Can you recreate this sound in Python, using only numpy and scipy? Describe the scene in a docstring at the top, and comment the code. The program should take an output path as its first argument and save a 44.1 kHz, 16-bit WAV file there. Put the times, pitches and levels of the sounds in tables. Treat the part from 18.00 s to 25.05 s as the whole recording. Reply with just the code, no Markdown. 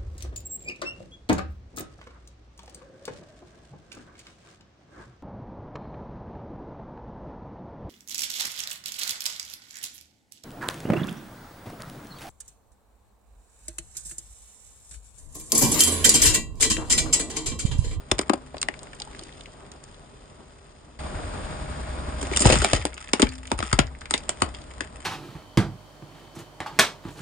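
"""On asphalt, close to the microphone, a car creeps over hollow plastic toys, in two scenes.
First a toy truck snaps and its pieces skitter away; after an abrupt change of scene the engine throbs nearer
and the tyre crunches through a row of small cans, which split one by one and thump against the rubber.
Plastic is shaped noise and short panel rings, thumps are sinking sines, the engine is harmonics
and fluttering noise; random echo patterns add the wheel arch."""
import sys
import numpy as np
from scipy import signal
from scipy.fft import rfft, irfft, next_fast_len
from scipy.io import wavfile

SR = 44100
rng = np.random.default_rng(int(sys.argv[2]) if len(sys.argv) > 2 else 0)


def digitize_waveform(pressure):
    """Quantize a signal to 16-bit integers and store it at the path in sys.argv[1].

    Rows of a 2-D input are taken as channels; values are limited to [-1, 1].
    """
    field = np.atleast_2d(pressure).T
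    bounded = np.clip(field, -1, 1)
    quanta = np.round(bounded * 32767).astype(np.int16)
    wavfile.write(sys.argv[1], SR, quanta)


N = 310905
TIME = np.arange(N) / SR
CANS_START_S = 2.99  # the truck scene gives way to the can scene

# Fractures: (time [s], length [s], strength [dB], body [dB], edge [dB], shell note [Hz], left-right bias [dB])
# body: how much of the big panels moves with it; edge: how keenly the crack tip snaps
FRACTURES = [(0.1139, .0035, -19.5, -1.5, 3, 3565, -5), (0.1828, 0.0012, -36, -3, 3, 4530, 3),
             (.1900, 0.0035, -23.5, 0.5, 2.5, 4920, -12), (0.2122, 0.0055, -38.5, 4, 8, 1250, 9),
             (0.2953, 0.0032, -24.5, 11.5, -3.5, 1090, 16), (0.3339, 0.0043, -30.5, 9.5, 0.5, 740, 9),
             (0.5438, 0.0035, -45, 10.5, -14, 650, 4), (0.5676, 0.0015, -38, -6.5, -12, 560, 6),
             (.615, 0.0028, -34, -17, 12.5, 4600, -1), (0.628, 0.0016, -25, -19, 1.5, 4300, -7),
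             (0.6855, 0.0013, -26.5, 0, -6.5, 1960, 9), (4.2127, 0.0043, -47.5, 7, 17, 3240, 2),
             (4.2273, 0.0031, -48, 20, 18, 1580, -7), (4.313, 0.0077, -45.5, 22.5, -12, 2020, 10),
             (4.361, 0.0055, -32, -1, 12, 2910, 19), (4.3714, .0017, -23.5, -16, 10, 5600, 5),
             (4.403, 0.012, -36, 13.5, 21.5, 5150, 10), (4.4203, 0.00017, -32.5, 1, 18.5, 4730, -13),
             (4.4543, 0.0036, -22, 5.5, -6.5, 868, -3), (4.4595, 0.0055, -33, -7, 18.5, 5230, 18),
             (4.4893, 0.011, -25, -7, 2, 1200, 3), (4.4999, 0.007, -17, -2.5, -5, 546, 6),
             (4.5055, 0.0057, -30, -15, -2, 2650, 8), (4.5235, 0.0033, -28.5, -9, 11, 2720, 7),
             (4.53, 0.0075, -31, -11, -11, 2800, 9), (4.555, 0.0017, -23.5, -8, -2, 1170, -4),
             (4.618, 0.0044, -28, 2, 3, 1440, -1), (4.6455, 0.00047, -18, -9, -0.5, 690, -9),
             (4.7324, 0.0022, -19.5, -3, 3, 605, 9), (4.761, .0023, -32, -13, -1, 1330, 12),
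             (4.8525, 0.00067, -27, -0.5, 4.5, 507, 6), (5.1328, .0035, -17.5, -1, 0, 5420, 8),
             (5.1954, 0.007, -29, 10, 2.5, 1270, -4), (5.2193, 0.00033, -16, -19, 2, 5220, 15),
             (5.2252, 0.0047, -20.5, 5.5, -17, 3100, 8), (5.516, 0.0022, -26, 5, -1, 897, 1),
             (5.5885, 0.002, -32.5, -0.5, 2, 1230, 4), (5.6035, 0.001, -29.5, -5.5, -11, 700, 5),
             (5.626, 0.0022, -29, 0.5, -8, 1270, 5), (5.7279, 0.003, -22.5, 0, 3, 1280, 6),
             (5.789, 0.0029, -12, -5.5, -4.5, 730, 23), (6.1085, 0.00063, -30, -1.5, 9, 1260, 11),
             (6.1383, 0.004, -18, -7.5, -2, 3680, -6), (6.2919, 0.0018, -25, -15, 6, 660, -11),
             (6.419, 0.0032, -21, 3, 1, 1170, 5.5), (6.8064, 0.0028, -30, -2.5, -1.5, 1690, 8)]
# Bands of each crack: the microphone delays the bass; each band has its own length:
# (lower edge [Hz], upper edge [Hz], delay [s], factor on length [1], share of body [1], share of edge [1])
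FRACTURE_BANDS = [(201, 387, .0016, 0.9, 1, 0.027), (492, 1130, 0.00065, 1.83, 0.65, 0.05),
                  (1056, 2480, 0.00017, 1.7, 0.17, 0), (2750, 4780, 0.00007, 1.16, 0.04, 0.3),
                  (5450, 9600, 0.000036, 1.28, 0.031, 0.92)]
# Colour of the shards: (frequency [Hz], level [dB])
SHARD_COLOUR = [(100, 1.5), (3200, -1.5), (4100, -2), (5000, -1), (6300, -6), (7600, 3.5), (9000, 0.5),
                (10000, -4)]


def gain_of(db):
    """Level law: decibels to an amplitude ratio."""
    return 10 ** (np.asarray(db) / 20)


def evened(x):
    """Equal power: each channel is scaled to rms 1."""
    return x / np.sqrt(np.mean(x ** 2, -1, keepdims=True) + 1e-20)


def read(points, hz):
    """Spectral interpolation: straight lines on a log-frequency axis."""
    f, value = np.transpose(points)
    return np.interp(np.log(hz + 1), np.log(f + 1), value)


def curves(rows):
    """Linear interpolation in time: the columns of a control table at every sample."""
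    s, *columns = np.transpose(rows)
    return [np.interp(TIME, s, column) for column in columns]


def coloured(x, points):
    """Linear filtering: the spectrum is multiplied by a (frequency [Hz], level [dB]) curve."""
    size = next_fast_len(N + 4096)
    gain = gain_of(read(points, np.fft.rfftfreq(size, 1 / SR)))
    return irfft(rfft(x, size) * gain, size)[..., :N]


def band(x, lo_hz, hi_hz, order=3):
    """Causal band-pass: frequencies outside the two edges are attenuated."""
    edges_hz = [lo_hz, min(hi_hz, SR / 2 - 100)]
    return signal.sosfilt(signal.butter(order, edges_hz, "band", fs=SR, output="sos"), x)


def add(mix, s, sound):
    """Superposition: a sound is mixed in at time s."""
    part = mix[..., max(round(s * SR), 0):][..., :sound.shape[-1]]
    part += sound[..., :part.shape[-1]]


def wander(per_s):
    """Random modulation: a curve of about unit size that takes per_s new values a second."""
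    knots = np.arange(4096) / per_s
    return np.interp(TIME, knots, rng.standard_normal(len(knots)))


def engine(rush_db=3.5, throb_db=0.73, waver=0.35, flutter_db=1.04, surge_db=2.0, whine_drift=1.0,
           tappet_db=-14, tappet_phase=0.55, tappet_width=0.028):
    """Periodic excitation: low orders align once a cycle into a throb; fan rush flutters and a tappet ticks."""
    # Engine beside the truck, then beside the cans: (time [s], hum [dB], rush of fan and belts [dB])
    far = [(0, -54, -50.5), (.6, -53, -52), (.8, -67, -49), (2.95, -58.5, -56.5)]
    near = [(3.0, -40.5, -38), (4.5, -37.5, -40), (4.95, -54, -52.5), (5.95, -49, -53), (6.35, -52.5, -47),
            (7.05, -50.5, -50.5)]
    # Harmonics of the engine cycle: (multiple of the cycle [1], level [dB])
    harmonics = [(3, -7), (4, -16), (5, -20.5), (6, 0.5), (7, -12), (8, -7.5), (9, -12.5), (13, -16),
                 (14, -10.5)]
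    # Spectrum of the rush: (frequency [Hz], level [dB per Hz])
    rush_colour = [(15, -3), (45, 16), (130, 6.5), (260, 5.5), (400, 1), (700, 0), (1200, -0.5),
                   (2000, -11.5), (3000, -13), (4500, -13.5), (6400, -22.5), (7600, -13.5), (9000, -14),
                   (10000, -25.5)]
    # Fan and belt tones against the rush curve: (frequency [Hz], level by the truck [dB], by the cans [dB])
    tones = [(140, -8, -15), (402, -10, -30), (484, -18, -29.5), (577, -18, -16.5), (617, -10.5, -8)]
    cycle_hz, strong_firing_s = 10.78, 3.067

    cut = [(CANS_START_S, *far[-1][1:]), (CANS_START_S + 1 / SR, *near[0][1:])]
    hum_db, rush_curve_db = curves(list(far) + cut + list(near[1:]))
    cycle = (TIME - strong_firing_s) * cycle_hz

    hum = np.zeros(N)
    for multiple, db in harmonics:
        size = gain_of(db) * (1 + waver * wander(3.4)) * np.sqrt(2)
        hum -= size * np.cos(2 * np.pi * multiple * cycle + waver * wander(15))

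    air = evened(coloured(rng.standard_normal((2, N)), rush_colour))
    body_filter = signal.butter(2, [180, 1500], "band", fs=SR, output="sos")
    body = signal.sosfiltfilt(body_filter, air)
    air = air - body + body * gain_of(surge_db * wander(35))  # the body is lumpier than the hiss
    air = air * gain_of(throb_db * np.cos(2 * np.pi * cycle) + flutter_db * wander(130))

    whine = np.zeros(N)
    for hz, far_db, near_db in tones:
        size = gain_of(np.where(TIME < CANS_START_S, far_db, near_db)) * np.sqrt(2)
        whine += size * np.sin(2 * np.pi * hz * TIME + whine_drift * wander(14))

    tick_noise = evened(band(rng.standard_normal((2, N)), 3000, 9500, order=1))
    tappet = tick_noise * np.exp(-((cycle - tappet_phase) % 1) / tappet_width)
    tonal = gain_of(hum_db) * hum + gain_of(rush_curve_db) * whine
    return tonal, gain_of(rush_curve_db + rush_db) * (air + gain_of(tappet_db) * tappet)


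def grains(per_s, size_db, decay, count=12):
    """Shot noise: random micro-fractures of uneven size, each ringing one of a few scraps of plastic."""
    t, out = np.arange(400) / SR, np.zeros((2, N))
    scraps = evened(rng.standard_normal((count, 2, len(t))) * np.exp(-t / decay))
    chance, which = rng.random(N), rng.integers(0, count, N)
    size = np.minimum(rng.exponential(1, N), 3)
    for i in np.flatnonzero(chance < per_s / SR):
        add(out, i / SR, gain_of(size_db * size[i]) * scraps[which[i]])
    return out


def hollow(x):
    """Resonance: the modes of the hollow shells are added to the sound."""
    # Shell resonances: (frequency [Hz], width [Hz], lift [dB])
    resonances = [(474, 10, -16.5), (850, 62, 5.5), (1270, 97, 8), (1870, 300, 4), (2600, 140, 1),
                  (3070, 84, 3.5), (5100, 63, -6), (7200, 46, 3.5), (7570, 110, 2.5)]
    return x + sum(gain_of(db) * signal.lfilter(*signal.iirpeak(hz, hz / width, fs=SR), x)
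                   for hz, width, db in resonances)


def folding(swell_db_per_s=336, fade_db_per_s=430):
    """Buckling: each wall swells into its fold and dies away; the loudest at any moment sets the level."""
    # Folds of the can walls: (time of the height [s], level [dB])
    buckles = [(4.24, -36), (4.34, -30), (4.471, -16.5), (4.529, -17), (4.648, -22.5), (4.758, -22.5)]
    return np.max([db - np.maximum(swell_db_per_s * (s - TIME), fade_db_per_s * (TIME - s))
                   for s, db in buckles], axis=0)


def crunch(crackle_db=1, calm_per_s=260, crowding=0.07):
    """Crackling noise: strain sets level and rate of fine fractures; sliding and folding add a coarser crunch."""
    # Strain on the truck, then on the cans: (time [s], crackle level [dB])
    truck_strain = [(0, -92), (.15, -48.5), (.75, -70), (1.05, -61.5), (1.3, -65), (1.6, -61), (2.1, -68)]
    can_strain = [(4.15, -53), (4.29, -48.5), (4.51, -31.5), (4.62, -30.5), (4.92, -47), (5.47, -52.5),
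                  (5.66, -40.5), (5.82, -59), (6.25, -52.5), (6.65, -54)]
    # Truck pieces slide and settle on the road: (time [s], level [dB])
    slides = [(.5, -74), (.72, -59), (1.25, -49.5), (1.55, -59.5), (2.3, -58), (2.6, -59.5)]
    # Spectra of the fine crackle and of the walls: (frequency [Hz], level [dB per Hz])
    fine_colour = [(200, -29), (1000, 0.5), (2300, -1), (3300, -0.5), (4200, -4.5), (5200, -2), (6400, -6),
                   (7600, 1), (9300, -1), (10500, -12.5)]
    wall_colour = [(60, -6.5), (180, -6), (300, 5), (500, 0.5), (900, -11), (1500, -13.5), (2700, -11),
                   (4000, -9), (9000, -13)]

    strain_db, = curves(list(truck_strain) + [(4.1, -78)] + list(can_strain))
    load_db = np.where(TIME < CANS_START_S, curves(slides)[0], folding())
    # more strain, more fractures at once
    per_s = calm_per_s + crowding * SR * gain_of(strain_db - strain_db.max())
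    fine = grains(per_s, size_db=13.0, decay=0.0013) / np.sqrt(per_s)
    fine = evened(hollow(coloured(fine, fine_colour)))
    coarse = grains(per_s=1300, size_db=6.0, decay=0.0021)
    coarse = evened(hollow(coloured(coarse, wall_colour)))
    return gain_of(strain_db + crackle_db) * fine + gain_of(load_db) * coarse


def crack_levels():
    """Spectral balance: fracture strength in each band, with body lifting the bass and edge the treble."""
    _, _, strength, body, edge, _, _ = np.transpose(FRACTURES)
    return np.array([strength + body_share * body + edge_share * edge
                     for *_, body_share, edge_share in FRACTURE_BANDS])


def cracks(rise=0.000065, truck_ring_db=-26, can_ring_db=-16, ring_time=0.0059, pan_share=0.25, uneven_db=5):
    """Brittle fracture: tiny ruptures run through the shell in milliseconds; the shards ring very briefly."""
    s, length, *_, pan_db = np.transpose(FRACTURES)
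    t = np.arange(2048) / SR
    ruptures = rng.standard_normal((len(s), 2, len(t)))
    # a few ruptures are much larger than the rest
    ruptures = ruptures * gain_of(uneven_db * rng.standard_normal((len(s), 1, len(t))))
    sounds = np.zeros_like(ruptures)
    # thin cans ring on, the thick truck snaps dry
    ring_db = np.where(s < CANS_START_S, truck_ring_db, can_ring_db)[:, None, None]
    for (lo_hz, hi_hz, delay, stretch, *_), db in zip(FRACTURE_BANDS, crack_levels()):
        age = np.maximum(t - delay, 0)
        running = np.exp(-(age / (stretch * length[:, None, None])) ** 2)
        ringing = gain_of(ring_db) * np.exp(-age / ring_time)
        shape = (1 - np.exp(-age / rise)) * (running + ringing)
        # only bands below 3 kHz lean to a side
        sides = evened(gain_of(np.outer(pan_db, [.5, -.5]) * pan_share * (hi_hz < 3000)))
        sounds += evened(band(ruptures * shape, lo_hz, hi_hz)) * (gain_of(db)[:, None] * sides)[..., None]
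    out = np.zeros((2, N))
    five_ms = np.sqrt(.005 * SR / len(t))  # as much energy as 5 ms at the given level
    for start, sound in zip(s, sounds):
        add(out, start, sound * five_ms)
    return coloured(out, SHARD_COLOUR)


def panel(t, hz, rise, decay):
    """Modal vibration: a plastic panel rings for a few cycles in its lowest modes."""
    # Modes of a panel: (multiple of its note [1], level [dB])
    partials = [(1, 1.5), (1.469, -11.5)]
    modes = sum(gain_of(db) * np.sin(2 * np.pi * hz * multiple * t) for multiple, db in partials)
    return (1 - np.exp(-t / rise)) * np.exp(-t / decay) * modes


def shell_notes(decay=0.0011, rise=0.003, level_db=-4):
    """Driven resonance: a broken panel rings at its own note, following the crack's level there."""
    # How readily a panel rings at each note: strongest near 550 and 2700 Hz, weakest at 5200 Hz:
    # (frequency [Hz], level [dB])
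    readiness = [(550, 10.5), (1300, 6.5), (2700, 11.5), (5200, -6.5)]
    t, out = np.arange(2048) / SR, np.zeros((2, N))
    five_ms = np.sqrt(.005 * SR / len(t))  # as much energy as 5 ms at the given level
    centres = [np.sqrt(lo_hz * hi_hz) for lo_hz, hi_hz, *_ in FRACTURE_BANDS]
    for (s, *_, hz, pan_db), levels in zip(FRACTURES, crack_levels().T):
        db = read(list(zip(centres, levels)), hz) + read(readiness, hz)
        note = panel(t, hz, rise, decay)
        sides = evened(gain_of(np.array([.5, -.5]) * pan_db * (hz < 3000)))
        add(out, s, gain_of(db + level_db) * five_ms * np.outer(sides, evened(note)))
    return out


def swings(deep_drop_hz=111, shallow_db_per_octave=-9):
    """Damped rebound: every drop with its rebound and wobble, as rows like the drops."""
    # A shell gives way and the tyre drops: (time [s], level [dB], settling pitch [Hz], decay time [s])
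    drops = [(0.119, -19, 96, 0.0055), (4.457, -4, 88.6, 0.019), (4.563, -17, 120, 0.014),
             (4.525, -15, 58.6, 0.032), (4.593, -17, 53.7, 0.029), (4.736, -11.5, 73.4, 0.0062),
             (5.2292, -4.5, 218, .0065), (5.533, -27, 51.7, .033), (5.591, -29, 58.4, 0.068),
             (5.732, -11.5, 101, .0099), (5.7917, -11, 134, 0.011), (6.423, -26.5, 62.4, 0.044)]
    # The tyre rebounds, then wobbles: (delay [s], level against the drop [dB], pitch [Hz], decay time [s])
    rebounds = [(.008, -4, 45.2, 0.02), (0.054, -19, 59.5, 0.078)]
    rows = list(drops)
    for s, db, hz, _ in drops:
        # drops that sound higher than deep_drop_hz are shallow and swing less
        depth_db = db + shallow_db_per_octave * max(np.log2(hz / deep_drop_hz), 0)
        rows += [(s + delay, depth_db + swing_db, swing_hz, decay)
                 for delay, swing_db, swing_hz, decay in rebounds]
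    return rows


def thumps(glide=1.38, glide_share=0.298, rise=0.00037, tyre_hz=258, tyre_t60=0.92):
    """Damped oscillation: the tyre drops with a low push that sinks in pitch; the air inside it hums on."""
    # The ring of air inside the tyre is struck: (time [s], peak level [dB])
    air_knocks = [(0.298, -39), (5.232, -35), (5.797, -46)]
    t, out = np.arange(SR * 3 // 4) / SR, np.zeros(N)
    for s, db, hz, decay in swings():
        pitch = hz * (1 + glide * np.exp(-t / (glide_share * decay)))
        turns = np.cumsum(pitch) / SR
        envelope = (1 - np.exp(-t / rise)) * np.exp(-t / decay)
        add(out, s, gain_of(db) * envelope * np.sin(2 * np.pi * turns))
    for s, db in air_knocks:
        add(out, s, gain_of(db - 60 * t / tyre_t60) * np.sin(2 * np.pi * tyre_hz * t))
    return out


def splinters(largest_hz=1800, smallest_hz=9800, uneven_db=3):
    """Random scatter: faint splinters at random moments, thinning out in level, as (s, dB, Hz) rows."""
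    # Flights from the truck, then the cans: (from [s], to [s], rate [1/s], level [dB], fade [dB/s])
    flights = [(0.749, 2.05, 12, -26.5, 17), (4.195, 7.05, 9.9, -27, 2.5)]
    rows = []
    for start, end, per_s, db, fade in flights:
        when, size, pitch = rng.random((80, 3)).T
        age = (np.arange(len(when)) + when) / per_s
        hz = largest_hz * (smallest_hz / largest_hz) ** pitch
        level = db - fade * age + uneven_db * (2 * size - 1)
        rows += list(np.transpose([start + age, level, hz])[age < end - start])
    return rows


def ticks(decay=0.0026, spread=1.245, level_db=3):
    """Impulsive impact: each splinter gives one short, bright click of decaying noise."""
    # The clearest small snaps and landing splinters: (time [s], relative level [dB], centre [Hz])
    clear_snaps = [(.232, -30, 2030), (.5815, -24.5, 4400), (.7398, -25.5, 2060), (.791, -27.5, 4680),
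                   (.932, -25.5, 1750), (1.0002, -18.5, 4930), (1.1482, -29, 1940), (1.0188, -16.5, 4300),
                   (1.192, -23, 4400), (1.2352, -26.5, 6300), (1.325, -33, 3280), (1.4087, -26, 3580),
                   (1.4576, -28, 2720), (1.717, -28, 5800), (1.8387, -28.5, 6700), (1.9435, -35.5, 3170),
                   (4.27, -23, 7110), (4.3355, -15.5, 2040), (4.3938, -8, 6900), (4.5868, -11.5, 7300),
                   (4.814, -20.5, 2000), (4.9425, -25.5, 7300), (4.9782, -21.5, 2230), (5.0886, -25, 1980),
                   (5.2684, -17, 1970), (5.29, -19.5, 4600), (5.4712, -24.5, 7500), (5.7147, -18.5, 1510),
                   (6.016, -23.5, 1600), (6.0559, -22, 1850), (6.178, -17.5, 5500), (6.5465, -22.5, 3430)]
    t, out = np.arange(700) / SR, np.zeros((2, N))
    for s, db, hz in list(clear_snaps) + splinters():
        burst = rng.standard_normal((2, len(t))) * np.exp(-t / decay)
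        click = band(burst, hz / spread, hz * spread, order=1)
        add(out, s, gain_of(db + level_db) * evened(click) / 10)
    return coloured(out, SHARD_COLOUR)


def tumbles(decay=0.006, rise=0.00083, level_db=-2):
    """Impact excitation: a hollow piece lands with a soft, dull knock."""
    # Large truck pieces tumble onto the road: (time [s], relative level [dB], pitch [Hz])
    landings = [(0.773, -39, 630), (1.008, -35, 826), (1.072, -34, 890), (1.222, -37, 339),
                (1.477, -44, 338), (1.635, -42, 409), (2.139, -43, 420)]
    t, out = np.arange(2048) / SR, np.zeros((2, N))
    for s, db, hz in landings:
        add(out, s, gain_of(db + level_db) * panel(t, hz, rise, decay))
    return out


def grit(start_db=-45, until_s=4.4, fade_db_per_s=29):
    """Granular friction: loose grit grinds under the approaching tread while it rolls on bare road."""
    level_db = start_db - fade_db_per_s * np.maximum(TIME - until_s, 0)
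    stones = grains(per_s=400, size_db=2.0, decay=0.0047, count=24)
    stones = evened(band(stones, 520, 1780, order=2))  # the band in which the stones grate
    return (TIME > CANS_START_S) * gain_of(level_db) * stones


def dents(start_s=4.4, end_s=6.2, per_s=11, faintest_db=-35, range_db=10, lo_hz=1660, hi_hz=3300,
          decay=0.00092, spread=1.3, count=40):
    """Snap-through buckling: a patch of thin, flattened wall flips inwards with a faint, dry pop."""
    t, out = np.arange(700) / SR, np.zeros((2, N))
    for k, (when, size, pitch) in enumerate(rng.random((count, 3))):
        s = start_s + (k + when) / per_s
        hz = lo_hz * (hi_hz / lo_hz) ** pitch
        burst = rng.standard_normal((2, len(t))) * np.exp(-t / decay)
        pop = band(burst, hz / spread, hz * spread, order=2)
        add(out, s, (s < end_s) * gain_of(faintest_db + range_db * size) * pop / abs(pop).max())
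    return out


def wheel_arch(x, gap=0.0044, early_db=7, early_time=0.0038):
    """Reverberation: dense early echoes between tyre, road and arch, then a short tail from under the car."""
    # Reverberation of wheel arch and underbody: (frequency [Hz], t60 [s])
    arch_t60 = [(100, 0.056), (500, 0.17), (1500, 0.17), (3000, 0.14), (6000, 0.1), (10000, 0.089)]
    t = np.arange(SR // 3) / SR
    taps = rng.choice([-1., 1.], (2, len(t))) * (rng.random((2, len(t))) < 3000 / SR) * (t > gap)
    taps = taps * gain_of(early_db * np.exp(-t / early_time))
    hz, age, z = signal.stft(taps, SR, nperseg=256)
    decay = gain_of(-60 * age / read(arch_t60, hz)[:, None])
    tail = signal.istft(z * decay, SR, nperseg=256)[1]
    return signal.oaconvolve(x, tail / np.linalg.norm(tail, axis=1, keepdims=True), axes=1)[:, :N]


def moving_arch(x, count=3, turn_hz=1.1):
    """Time-varying reflection: the wheel rolls on, so a few echo patterns fade into one another."""
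    phase = turn_hz * TIME + np.arange(count)[:, None] / count
    shares = np.maximum(np.cos(2 * np.pi * phase), 0)
    shares = shares / np.linalg.norm(shares, axis=0)
    return sum(wheel_arch(x * share) for share in shares)


def ports(x):
    """Partial coherence: two microphone ports share bass and treble; treble is half a millisecond late at left."""
    # Likeness of the two ports: (frequency [Hz], left-right coherence [1])
    coherence = [(60, 0.99), (200, 0.44), (500, 0.73), (1100, 0.13), (2200, 0.7), (2900, 0.057),
                 (4000, 0.79), (5600, 0.87), (8000, .97)]
    # Balance of the ports: (frequency [Hz], left-right level [dB])
    balance = [(100, 0.5), (260, 2), (600, -0.5), (1400, 2.5), (2700, 4.5), (4000, 0.5), (9000, 0)]
    # Phase by which the left port lags: (frequency [Hz], lag [rad])
    lag = [(0, 0), (800, .4), (1450, 5.4), (2500, 6.4), (3400, 12.9), (5900, 21.8), (10000, 34.8)]
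    size = next_fast_len(N + 4096)
    hz = np.fft.rfftfreq(size, 1 / SR)
    own, right = rfft(x, size)
    same = np.clip(read(coherence, hz), 0, 1)
    left = same * right + np.sqrt(1 - same ** 2) * own
    left = left * np.exp(-1j * np.interp(hz, *np.transpose(lag)))
    lean = gain_of(read(balance, hz) / 2)
    return irfft(np.array([left * lean, right / lean]), size)[:, :N]


def from_left(x, lead_s, lean=1):
    """Time and level difference: low sound reaches the left earlier and, where lean is set, at another level."""
    # Level difference of the bass, as the tyre stands to the left: (frequency [Hz], left-right level [dB])
    bass_balance = [(50, 4), (120, -1.5), (240, 3)]
    size = next_fast_len(N + 4096)
    hz, z = np.fft.rfftfreq(size, 1 / SR), rfft(x, size)
    half = gain_of(lean * read(bass_balance, hz) / 2) * np.exp(1j * np.pi * hz * lead_s)
    return irfft(np.array([z * half, z / half]), size)[:, :N]


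def scene(truck_echo_db=-12, truck_dull_db=-6, cans_echo_db=-10.5, thump_echo_db=-13):
    """Superposition of sources and echoes; the truck lies in the open, so its echoes are fainter and duller."""
    hum, rush = engine()
    plastic = crunch() + cracks() + shell_notes() + ticks() + tumbles() + dents()
    pushes = thumps()
    from_truck = gain_of(truck_echo_db) * coloured(plastic, [(1000, 0), (3000, truck_dull_db)])
    from_cans = gain_of(cans_echo_db) * plastic
    echoes = moving_arch(np.where(TIME < CANS_START_S, from_truck, from_cans))
    boom = gain_of(thump_echo_db) * wheel_arch(np.array([pushes, pushes]))
    bass = from_left(hum, lead_s=0.00043, lean=0) + from_left(pushes, lead_s=0.00081)
    return ports(plastic + echoes + rush + grit()) + bass + boom


def record(dry, mic_top_hz=9750, ceiling=0.84, edge_hz=10820):
    """Band limiting and saturation: the microphone's treble ends, peaks are rounded, then the band limit."""
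    heard = signal.oaconvolve(dry, signal.firwin(121, mic_top_hz, fs=SR)[None], "same")
    rounded = heard / (1 + (heard / ceiling) ** 4) ** (1 / 4)
    limit = signal.firwin(101, edge_hz, window=("kaiser", 7), fs=SR)
    return signal.oaconvolve(rounded, limit[None], "same")


dry = scene()
out = record(dry)
digitize_waveform(out)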